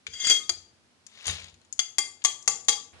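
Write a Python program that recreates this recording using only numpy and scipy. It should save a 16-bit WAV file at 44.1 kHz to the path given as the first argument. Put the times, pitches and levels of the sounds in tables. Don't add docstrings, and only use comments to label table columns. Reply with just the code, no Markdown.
import sys
import numpy as np
from scipy import signal
from scipy.fft import rfft, irfft, next_fast_len
from scipy.io import wavfile
from scipy.ndimage import uniform_filter1d, map_coordinates

SR = 44100
rng = np.random.default_rng(int(sys.argv[2]) if len(sys.argv) > 2 else 0)


def ratio_of_db(decibels):
    return 10 ** (np.asarray(decibels, float) / 20)


def int16_out(signal):
    q = np.round(np.clip(np.atleast_2d(signal).T, -1, 1) * 32767)
    wavfile.write(sys.argv[1], SR, q.astype(np.int16))


N = 132300


def unit(x):
    return x / np.sqrt(np.mean(x ** 2) + 1e-20)


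def along(points, hz):
    f, v = np.transpose(points)
    return np.interp(np.log(hz + 1), np.log(f + 1), v)


def level(rows):
    s, db = np.transpose(rows)
    return ratio_of_db(np.interp(np.arange(N) / SR, s, db, left=-150, right=-150))


def filtered(x, response):
    m = next_fast_len(N + SR // 2)
    return irfft(rfft(x, m) * response(np.fft.rfftfreq(m, 1 / SR)), m)[..., :N]


def burst(spectrum):
    cepstrum = irfft(np.log(ratio_of_db(along(spectrum, np.fft.rfftfreq(2048, 1 / SR)))))
    cepstrum[1:1024] *= 2
    cepstrum[1025:] = 0
    h = irfft(np.exp(rfft(cepstrum)))
    return h / np.linalg.norm(h)


def through(x, h):
    return signal.fftconvolve(x, h)[:N]


def spikes(rate, scatter_db):
    happens, sign, size = rng.random((3, N))
    return unit((happens < rate / SR) * np.sign(sign - .5) * ratio_of_db(-scatter_db * np.log(size + 0.0014)))


def contact(s, hold, t60):
    t = np.arange(N) / SR - s
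    return (t >= 0) * ratio_of_db(-60 * np.clip(t - hold, 0, 1) / t60)


def shiver(x, db):
    mesh_t60 = 0.36
    tail = ratio_of_db(-60 * np.arange(SR // 2) / SR / mesh_t60) * rng.standard_normal(SR // 2)
    return ratio_of_db(db) * through(x, tail / np.linalg.norm(tail))


def ringing(pushes, modes, scatter_db, split, tilt_db=0, angle=0.38, couple_db=None):
    out = np.zeros(N)
    for n, (hz, db, t60) in enumerate(modes):
        for side, share in ((-.5, 0.63), (.5, 0.36)):
            r = ratio_of_db(-60 / (t60 * SR))
            w = 2 * np.pi * hz * (1 + side * split) / SR
            wander = np.repeat(rng.standard_normal(N // 400 + 1), 400)[:N]
            place_db = scatter_db * wander + tilt_db * np.log2(hz / 3300)
            place_db += 5 * np.cos((n + 2) * angle + side / 2)
            if couple_db is not None:
                place_db += couple_db[n]
            push = pushes * share * ratio_of_db(db + place_db)
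            out += signal.lfilter([0, np.sin(w)], [1, -2 * r * np.cos(w), r * r], push)
    return out


def hiss(spectrum):
    # pitch_hz, correlation (-1 to 1)
    alike = [(60, 0.66), (350, 0.47), (2060, -0.1), (12000, 0.07)]

    def shares(hz):
        turn = np.arccos(np.clip(along(alike, hz), -1, 1)) / 2
        return ratio_of_db(along(spectrum, hz)) * [np.cos(turn), np.sin(turn)]

    mid, side = filtered(rng.standard_normal((2, N)), shares)
    return unit(np.array([mid + side, mid - side]))


def air():
    # pitch_hz, level_db per Hz
    air_colour = [(15, -39), (25, -28.5), (92, -4), (176, -15.5), (216, -7), (273, -12.5), (510, -17),
                  (5160, -24.5), (12500, -37), (16200, -39.5), (22000, -120)]
    return ratio_of_db(-62) * hiss(air_colour)


def clanks():
    # start_s, pitch_hz, peak_db, t60_s
    clank_rows = [(.0674, 2315, -22.5, 0.022), (0.142, 2062, -44.5, 0.051), (0.214, 3520, -31, .08),
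                  (.245, 3320, -20.5, .08), (.496, 352, -42.5, .1), (.496, 684, -34.5, .05),
                  (.08, 450, -53.5, .15), (0.498, 1285, -35.5, 0.041), (1.282, 7000, -29, 0.057),
                  (1.30, 6380, -32, 0.07), (1.7259, 6960, -27, 0.029), (1.984, 7230, -17.5, 0.05),
                  (0.263, 3134, -32.5, .06), (0.297, 1773, -35, .03), (.30, 3767, -29.5, 0.12),
                  (.366, 3660, -36.5, .08), (.40, 1240, -46.5, 0.44), (.435, 3670, -38, .05),
                  (1.2556, 6550, -43, .03), (1.268, 9490, -41.5, 0.12), (1.294, 3720, -27, 0.068),
                  (1.304, 3180, -36, 0.088), (1.346, 3350, -38, .03), (1.396, 2370, -36.5, 0.035),
                  (1.485, 6400, -57, 0.016), (1.616, 4250, -55.5, .03), (1.792, 3356, -12.5, 0.037),
                  (1.792, 1320, -23.5, 0.017), (1.795, 4745, -19, 0.039), (1.895, 6300, -47, .03),
                  (1.984, 1610, -26, 0.016), (2.218, 3250, -47, 0.024), (2.248, 3650, -22.5, .03),
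                  (2.557, 6800, -31.5, 0.023), (2.686, 3323, -44, .1), (2.775, 1171, -40.5, 0.11)]
    out, t = np.zeros(N + SR), np.arange(SR // 2) / SR
    for s, hz, db, t60 in clank_rows:
        pair = np.sin(2 * np.pi * hz * t) + 0.3 * np.sin(2 * np.pi * hz * 0.91 * t)
        onset = 1 - np.exp(-t / .0007)
        out[round(s * SR):][:len(t)] += ratio_of_db(db - 60 * t / t60) * pair * onset
    return out[:N]


def ticks(chatter):
    # start_s, wire_db, knock_db
    tick_rows = [(0.0673, -39.5, -29.5), (0.0735, -60, -44), (1.0658, -42.5, -51), (1.2563, -41, -38),
                 (.2975, -28.5, -38.5), (1.4428, -47, -41), (1.458, -65, -49), (1.497, -60, -65),
                 (1.542, -56.5, -53), (1.615, -63.5, -59.5), (1.6488, -62, -60), (1.7263, -35.5, -73),
                 (1.78, -51, -72.5), (2.22, -60, -44.5), (2.24, -28, -42), (2.4256, -44, -75),
                 (2.458, -50.5, -75), (2.6476, -45.5, -61.5), (2.693, -15.5, -28), (2.7270, -31.5, -30.5)]
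    wire, knock = np.zeros((2, N))
    for s, wire_db, knock_db in tick_rows:
        tick = chatter * contact(s, 0.00042, 0.032)
        wire += ratio_of_db(wire_db) * tick
        knock += ratio_of_db(knock_db) * tick
    return wire, knock


def drag():
    # time_s, pressure_db
    pressure_rows = [
        (.08, -53.5),
        (.125, -41.5),
        (.19, -36.5),
        (.24, -25),
        (.29, -24.5),
        (.33, -22),
        (.38, -52),
        (.43, -65),
        (.49, -66),
    ]
    # start_s, level_db
    catches = [
        (0.1356, -19.5),
        (0.196, -19.5),
        (0.247, -9.5),
        (0.2693, 2.5),
        (0.2977, 9.5),
        (0.3154, -11),
        (0.345, -8.5),
        (0.3638, -9),
        (0.3984, -22),
    ]
    catching = sum(ratio_of_db(db - 11.5) * contact(s, 0, 0.07) for s, db in catches)
    pressure = level(pressure_rows) + uniform_filter1d(catching, size=220)
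    return pressure * spikes(3800, 1.5)


def loaded_glass(slips):
    loaded_hz = [480, 1240, 1850, 2120, 3290, 3420, 4712, 5640, 6335, 7100, 7630, 8970, 10220]
    # level_db, t60_s
    loaded = [(-9, 0.43), (-23, 0.3), (-10.5, 0.044), (10.5, 0.21), (17, 0.22), (-4.5, 0.055),
              (16.5, 0.099), (2.5, 0.087), (13.5, .09), (-6.5, 0.05), (0, 0.07), (-12, 0.12),
              (-17.5, 0.055)]
    turning = 6 * np.arange(N) / SR
    return ringing(ratio_of_db(-50.5) * slips, np.c_[loaded_hz, loaded], 3.34, .006, angle=turning)


def thud():
    # start_s, level_db
    landings = [
        (.085, -56.5),
        (0.132, -68),
        (0.326, -60),
        (0.512, -57.5),
        (.58, -61),
        (1.269, -47),
        (1.291, -38.5),
        (1.43, -54),
        (1.53, -61),
    ]
    # pitch_hz, level_db, t60_s
    counter = [(69.5, -2, 0.37), (86, 4.5, 0.28), (154.3, -1, 0.34), (202.6, -6.5, 0.54)]
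    push = np.zeros(N)
    for s, db in landings:
        push[round(s * SR)] = ratio_of_db(db)
    return ringing(through(push, np.hanning(130) / 50), counter, 0.0092, 0.012)


def blows(chatter):
    # start_s, wire_db, knock_db, glass_ring_db, brightness_db per octave
    blow_rows = [
        (0.4935, -28, -28, -54.5, -3),
        (1.2682, -35.5, -40, -61, 6),
        (1.7923, -28, -27.5, -55, -6),
        (1.9835, -23.5, -25, -50.5, 6),
        (2.248, -20, -19, -48, 2),
        (2.4768, -20, -21, -54, 2),
        (2.6840, -23.5, -17, -45.5, 1),
    ]
    strike_angle = [1.313, 0.32, 1.616, 0.028, 3.02, 0.042, 1.42]
    coupling = [(-5.5, -2, 7.5, 16.5, 9.5), (2, -7, 1.5, 4.5, -1), (-24, -4, -3, 9, 14.5),
                (3.5, 3, 2.5, 1, -20.5), (3.5, 0.5, 2, -3, 8), (5.5, -6, -4, 0.5, 3.5),
                (5.5, -2.5, 3, -1.5, 8)]
    strong = [0, 1, 2, 3, 5]
    glass_hz = [1161, 2095, 3293, 4712, 5660, 6335, 6800, 7080, 7260, 7630, 8250, 8970, 9500, 10220]
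    # level_db, t60_s
    glass_modes = [(-2.5, 0.22), (1, 0.21), (-1, 0.28), (-0.5, 0.26), (-33, 0.067), (10.5, 0.087),
                   (-19, 0.075), (-25, 0.1), (-15.5, 0.073), (-16.5, 0.067), (-25.5, .2), (-15.5, 0.17),
                   (-14.5, 0.0634), (-20, 0.059)]
    # pitch_hz, level_db, t60_s
    rocking = [(372.4, -3, 0.2), (483, 2, 0.12), (680, -3, 0.081), (775, 4, 0.078), (843, 8, 0.17)]
    hold_s, t60 = 0.0057, .035
    wire, knock, ring, tilt_db, place = np.zeros((5, N))
    couple_db = np.zeros((len(glass_modes), N))
    for row, angle, couple in zip(blow_rows, strike_angle, coupling):
        s, wire_db, knock_db, ring_db, bright_db = row
        at = round(s * SR)
        wire += ratio_of_db(wire_db) * chatter * contact(s, hold_s, t60)
        knock += ratio_of_db(knock_db) * chatter * contact(s, hold_s * 0.42, t60)
        ring[at] = ratio_of_db(ring_db + 20)
        tilt_db[at:], place[at:] = bright_db, angle
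        couple_db[strong, at:] = np.c_[list(couple)]
    body = ringing(ratio_of_db(-47.5) * knock, rocking, 0, 0.043, angle=3 * place)
    driven = ring + shiver(ring, -13)
    glass = ringing(driven, np.c_[glass_hz, glass_modes], 0, 0.00501, tilt_db, place, couple_db)
    return wire, knock, body, glass


def sieve():
    # pitch_hz, level_db
    wire_colour = [(100, -56), (2500, -1), (4500, 6), (5800, 12.5), (7000, 18), (7800, 2), (10000, -6),
                   (12000, -24)]
    # pitch_hz, level_db
    knock_colour = [(40, -64), (150, -39), (350, -14), (900, 16), (2000, 28), (3500, 32.5), (5000, 19),
                    (10000, -63)]
    # pitch_hz, level_db
    mesh_colour = [(300, -19), (4500, -18.5), (6000, -24), (7000, 10), (7700, -3.5), (9500, -30.5),
                   (12000, -50)]
    chatter = spikes(3400, 1.5)
    tick_wire, tick_knock = ticks(chatter)
    slips = drag()
    wire, knock, body, glass = blows(chatter)
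    wire += ratio_of_db(-14.5) * slips
    knock += ratio_of_db(-18.5) * slips

    full = np.arange(N) / SR < 1.1
    free = np.where(full, ratio_of_db(-15.5), 1)
    mesh = shiver(free * wire, -11)
    rattle = shiver(free * knock, -23)
    wire += tick_wire
    knock += rattle + tick_knock

    glass += loaded_glass(slips)
    glass *= np.where(full, contact(0, 0.5, 0.1), 1)
    metal = through(wire, burst(wire_colour)) + through(mesh, burst(mesh_colour))
    return metal + through(knock, burst(knock_colour)) + body, glass


def plinks():
    u, t = rng.random((1500, 4)), np.arange(400) / SR
    hz = np.clip(4110 * np.exp(1.59 * (u[:, 1:2] - .5)), 300, 11000)
    decay = ratio_of_db(-60 * t * hz / (3 * 10.4))
    tone = ratio_of_db(-5 * np.log(u[:, 2:3] + 0.0092)) * np.sin(2 * np.pi * hz * t) * decay
    at = (u[:, :1] * N).astype(int) + np.arange(400)
    return unit(np.bincount(at.ravel(), tone.ravel(), N + SR)[:N])


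def grain():
    # time_s, flow_db
    pour = [
        (1.08, -69),
        (1.16, -53),
        (1.2, -48.5),
        (1.25, -48),
        (1.275, -29.5),
        (1.32, -37),
        (1.42, -50.5),
        (1.49, -56),
        (1.53, -74),
    ]
    # pitch_hz, level_db per Hz
    grain_colour = [(150, -28), (400, -2), (1500, 2.5), (3700, 9.5), (5600, -1), (7000, -3), (8000, -26),
                    (12000, -32.5)]
    flow = 0.5 * rng.standard_normal(N) + 0.5 * spikes(1400, 3)
    clumps = ratio_of_db(3 * map_coordinates(rng.standard_normal(N // 300 + 4), [np.arange(N) / 300]))
    slide = unit(through(flow * clumps, burst(grain_colour)))
    return level(pour) * (slide + ratio_of_db(-6.5) * plinks())


def next_scene():
    # pitch_hz, level_db per Hz
    noise_colour = [(24, -22), (40, -22), (94, 1), (156, -16.5), (405, -15.5), (3010, -22.5), (12000, -42),
                    (15600, -81), (22000, -120)]
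    return ratio_of_db(-50.5) * hiss(noise_colour)


def kitchen(x):
    # pitch_hz, t60_s
    decay = [(200, 0.91), (1500, 0.33), (6000, 0.38), (11000, 0.29)]
    # pitch_hz, share (0 to 1)
    common = [(100, 0.91), (500, 1), (2000, 0.06)]
    out, step = np.zeros((2, N + SR)), SR // 5
    for i in range(0, N, step):
        hz, t, z = signal.stft(rng.standard_normal((2, SR // 2)), SR, nperseg=256)
        tail = signal.istft(z * ratio_of_db(-60 * t / along(decay, hz)[:, None]), SR, nperseg=256)[1]
        wet = signal.fftconvolve(x[None, i:i + step], tail / np.linalg.norm(tail[0]), axes=1)
        out[:, i + 130:][:, :wet.shape[1]] += wet

    def shares(hz):
        alike = along(common, hz)
        return np.sqrt([1 + alike, np.abs(1 - alike)]) / 2 ** .5

    mid, side = filtered(out[:, :N], shares)
    return np.array([mid + side, mid - side])


def ports(x, lag_s, pan_db=0):
    # pitch_hz, level_db
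    left_over_right = [(60, 2.5), (130, 3.5), (270, 1.5), (580, 6), (1240, 5), (2650, 6), (5650, 10.5),
                       (12000, 31.5)]
    half = np.array([[.5], [-.5]])

    def response(hz):
        colour = ratio_of_db(half * (along(left_over_right, hz) + pan_db))
        return colour * np.exp(-2j * np.pi * hz * half * lag_s)

    return filtered(x, response)


def scene():
    clank = clanks()
    metal, glass = sieve()
    near = metal + grain()
    room = kitchen(near + ratio_of_db(-1) * clank + ratio_of_db(-3) * glass)
    heard = near + ratio_of_db(-10) * room + thud()
    both = ports(heard, -0.00015) + ports(glass, -0.000069, -2) + ports(clank, -.0002, 4)
    changed = np.arange(N) / SR > 2.93
    return np.where(changed, next_scene(), both) + air()


def band_limit(x):
    return signal.sosfilt(signal.butter(12, 12650, fs=SR, output="sos"), x)


def record(dry):
    # pitch_hz, level_db
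    mic = [(20, -25.5), (60, -5.5), (10800, -0.5), (12500, -25)]
    clipped = dry / (1 + np.abs(dry / .52) ** 4) ** .25
    return band_limit(filtered(clipped, lambda hz: ratio_of_db(along(mic, hz)) * (hz < 12600)))


dry = scene()
out = record(dry)
int16_out(out)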